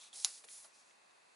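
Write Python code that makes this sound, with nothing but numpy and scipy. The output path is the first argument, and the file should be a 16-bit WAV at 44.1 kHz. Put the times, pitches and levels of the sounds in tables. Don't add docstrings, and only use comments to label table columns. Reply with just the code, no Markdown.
import sys
import numpy as np
from scipy import signal
from scipy.fft import rfft, irfft
from scipy.io import wavfile
from scipy.ndimage import uniform_filter1d

SR = 44100
rng = np.random.default_rng(int(sys.argv[2]) if len(sys.argv) > 2 else 0)


def file_out(sig):
    cols = np.atleast_2d(sig).T
    lim = np.clip(cols, -1, 1)
    pcm = np.round(lim * 32767).astype(np.int16)
    wavfile.write(sys.argv[1], SR, pcm)


N = 59535
TIME = np.arange(N) / SR

# (frequency [Hz], relative density [dB])
AIR_SPECTRUM = [(15, -53), (30, -30), (55, -25), (110, -21.5), (230, -10.5), (400, -9.5), (600, -6),
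                (1050, -4), (1350, -7.5), (1900, -6.5), (2250, -8.5), (2600, -4), (2950, -15), (3350, -12),
                (3700, -11), (4400, -9), (5400, -16), (7000, -13), (8200, -15.5), (11000, -16)]
# (frequency [Hz], correlation [-1 to 1])
AIR_CORRELATION = [(60, .58), (130, 0.67), (270, 0.034), (580, -0.41), (1230, -0.22), (2620, 0.16),
                   (5600, 0.59), (11000, 0.8)]

# (time [s], level [dB])
SLIDE_LEVELS = [(0, -57.5), (.012, -54.5), (.036, -53), (.08, -59.5), (.1, -69), (.128, -68)]
SWEEP_LEVELS = [(.128, -58), (.131, -60), (.139, -50), (.162, -46.5), (.235, -46.5), (.29, -48.5),
                (.325, -51), (.375, -51.5), (.405, -59.5), (.44, -66.5)]
PRESS_LEVELS = [(.465, -63), (.495, -49.5), (.53, -45.5), (.565, -46.5), (.62, -52.5), (.655, -51),
                (.69, -67)]
SETTLE_LEVELS = [(.68, -68), (.73, -70.5), (.752, -63), (.78, -66), (.805, -63.5), (.84, -71.5),
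                 (.9, -67.5), (.96, -82), (1.35, -100)]
# (frequency [Hz], relative density [dB])
SLIDE_SPECTRUM = [(40, -53), (300, -29), (800, -12), (1800, -17.5), (2600, -7), (3000, -10.5), (3400, 0.5),
                  (3950, -0.5), (4700, -8), (6000, -4), (8300, -8.5), (9600, -7), (11000, -7.5)]
SWEEP_SPECTRUM = [(40, -57), (300, -25), (850, -15), (1600, -22.5), (2400, -12.5), (3000, -13), (4200, -3),
                  (5200, -1.5), (6800, -2.5), (8000, -2.5), (9000, -3), (10000, 2.5), (11000, -3.5)]
PRESS_SPECTRUM = [(40, -42), (300, -25.5), (900, -25), (1800, -22), (2400, -18), (2950, -17), (4200, -10),
                  (5500, -8.5), (7100, -4.5), (8200, -9.5), (9400, -2), (11000, -1)]
SETTLE_SPECTRUM = [(40, -42), (300, -23), (900, -15), (2000, -20), (3200, -7), (4500, 1.5), (6500, 3),
                   (8200, -1), (9500, -0.5), (11000, -1)]

# (time [s], level [dB], centre [Hz], T60 [s], bandwidth [octaves])
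FOLD_TICKS = [(.1292, -52.5, 3440, 0.045, 0.21), (.1293, -51, 5500, .012, 3.1),
              (.2336, -55, 3400, 0.0099, 1.2), (.4396, -55.5, 1960, 0.036, 1.8),
              (.4862, -50, 2720, 0.017, 1.3), (.6445, -56.5, 3730, 0.024, 1.1),
              (.909, -64.5, 2620, 0.021, 0.84), (1.109, -67, 2530, 0.023, 1.5)]
FINGER_PATS = [(.130, -66.5, 860, 0.077, .9), (.441, -64, 564, 0.12, 0.95), (.644, -62.5, 900, 0.14, 1.3),
               (1.177, -65, 1140, 0.033, 1.1)]

SNAP_S = .24665
# (frequency [Hz], bandwidth [Hz], gain [dB])
SHEET_RESONANCES = [(827, 145, -16), (1460, 490, -20.5), (2574, 545, -7.5), (3694, 605, -0.5),
                    (4620, 890, 1), (6160, 900, 3), (7170, 600, 2), (9560, 1000, -3), (11000, 960, 1)]
# (delay [s], gain [dB])
EARLY_REFLECTIONS = [(.00101, -10.5), (.0029, -18.5), (.0071, -23.5)]
# (frequency [Hz], level [dB], T60 [s])
RINGING_MODES = [(786, -54, 0.09), (3720, -39.5, 0.048), (3960, -55, 0.04), (3972, -39, .05),
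                 (4310, -47, .07), (5405, -39, .08), (5880, -47, 0.091), (7255, -48, 0.17),
                 (8385, -51, 0.083), (10220, -44, 0.16), (10600, -46, 0.044), (10937, -44.5, 0.14)]


def from_db(db):
    return 10 ** (np.asarray(db) / 20)


def unit_rms(x):
    return x / np.sqrt(np.mean(x ** 2) + 1e-20)


def per_bin(points):
    hz, value = np.transpose(points)
    return np.interp(np.log(np.fft.rfftfreq(N, 1 / SR) + 1), np.log(hz), value)


def coloured(x, spectrum):
    return unit_rms(irfft(rfft(x) * from_db(per_bin(spectrum)), N))


def stereo(pair, side_db):
    side = from_db(side_db) * pair[1]
    return np.array([pair[0] + side, pair[0] - side])


def decay(start, t60):
    return (TIME >= start) * from_db(-60 * np.maximum(TIME - start, 0) / t60)


def room_air(level_db=-68.5):
    correlation = np.clip(per_bin(AIR_CORRELATION), -1, 1)
    mid, side = rfft(coloured(rng.standard_normal((2, N)), AIR_SPECTRUM))
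    side = side * np.sqrt((1 - correlation) / (1 + correlation + 1e-6))
    return from_db(level_db) * irfft(np.array([mid + side, mid - side]), N)


def friction(spectrum, slips_per_s=14000, spread_db=1, flutter_db=.5):
    slips = rng.random((2, N)) < slips_per_s / SR
    sizes = from_db(spread_db * np.minimum(rng.exponential(1, (2, N)), 5))
    signs = rng.choice([-1, 1], (2, N))
    hiss = stereo(coloured(slips * sizes * signs, spectrum), side_db=-14.5)
    flutter = uniform_filter1d(uniform_filter1d(rng.standard_normal(N), 260), 260)
    return hiss * from_db(flutter_db * unit_rms(flutter))


def stroke(levels, spectrum):
    times, db = np.transpose(levels)
    return friction(spectrum) * from_db(np.interp(TIME, times, db, left=-np.inf, right=-np.inf))


def contacts(rows):
    out = np.zeros((2, N))
    for start, db, hz, t60, octaves in rows:
        edges = np.clip(hz * 2 ** (np.array([-.5, .5]) * octaves), 20, SR / 2 - 1)
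        band = signal.butter(2, edges, "band", fs=SR, output="sos")
        bandwidth_gain = np.sqrt(SR / 2 / (edges[1] - edges[0]))
        burst = rng.standard_normal((2, N)) * decay(start, t60) * bandwidth_gain
        out += from_db(db) * stereo(signal.sosfilt(band, burst + 1e-18), side_db=-7)
    return out


def resonance(x, hz, width_hz):
    radius = np.exp(-np.pi * width_hz / SR)
    feedback = [1, -2 * radius * np.cos(2 * np.pi * hz / SR), radius ** 2]
    return signal.lfilter([1, 0, -1], feedback, x + 1e-18) * (1 - radius ** 2) / 2


def reverberation(x, db, t60, delay_s):
    response = rng.standard_normal((2, N)) * decay(delay_s, t60)
    response = stereo(response / np.linalg.norm(response[0]), side_db=-14.5)
    return from_db(db) * signal.fftconvolve(x[None], response, axes=1)[:, :N]


def snap():
    impulse = np.zeros(N)
    impulse[int(SNAP_S * SR)] = from_db(4.5)
    direct = sum((-1) ** k * from_db(db) * resonance(impulse, hz, width)
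                 for k, (hz, width, db) in enumerate(SHEET_RESONANCES))
    early = sum(from_db(db) * np.roll(direct, int(delay * SR)) for delay, db in EARLY_REFLECTIONS)
    hands_and_table = reverberation(direct, db=-8, t60=.052, delay_s=.0025)
    room = reverberation(direct, db=-20, t60=.36, delay_s=.0063)
    return direct + early + hands_and_table + room


def sheet_ring(flap_db=-53, flap_hz=1580, flap_t60=.23, flap_octaves=1.7):
    modes = sum((-1) ** k * from_db(db) * decay(SNAP_S, t60) * np.sin(2 * np.pi * hz * (TIME - SNAP_S))
                for k, (hz, db, t60) in enumerate(RINGING_MODES))
    flap = contacts([(SNAP_S, flap_db, flap_hz, flap_t60, flap_octaves)])
    low_cut = signal.butter(2, 420, "high", fs=SR, output="sos")
    return signal.sosfilt(low_cut, modes + flap + 1e-18)


def scuff(peak_s=.448, half_width_s=.0065, peak_db=-48.5):
    swell = from_db(peak_db) / (1 + ((TIME - peak_s) / half_width_s) ** 2)
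    return friction(PRESS_SPECTRUM) * swell


def scene():
    air = room_air()
    paper = stroke(SLIDE_LEVELS, SLIDE_SPECTRUM) + stroke(SWEEP_LEVELS, SWEEP_SPECTRUM)
    paper += contacts(FOLD_TICKS) + contacts(FINGER_PATS)
    paper += snap() + sheet_ring() + scuff()
    paper += stroke(PRESS_LEVELS, PRESS_SPECTRUM) + stroke(SETTLE_LEVELS, SETTLE_SPECTRUM)
    pan = from_db([[-.25], [.25]])
    return air + paper * pan


def record(dry):
    return signal.sosfilt(signal.ellip(14, .1, 80, 11030, fs=SR, output="sos"), dry)


dry = scene()
out = record(dry)
file_out(out)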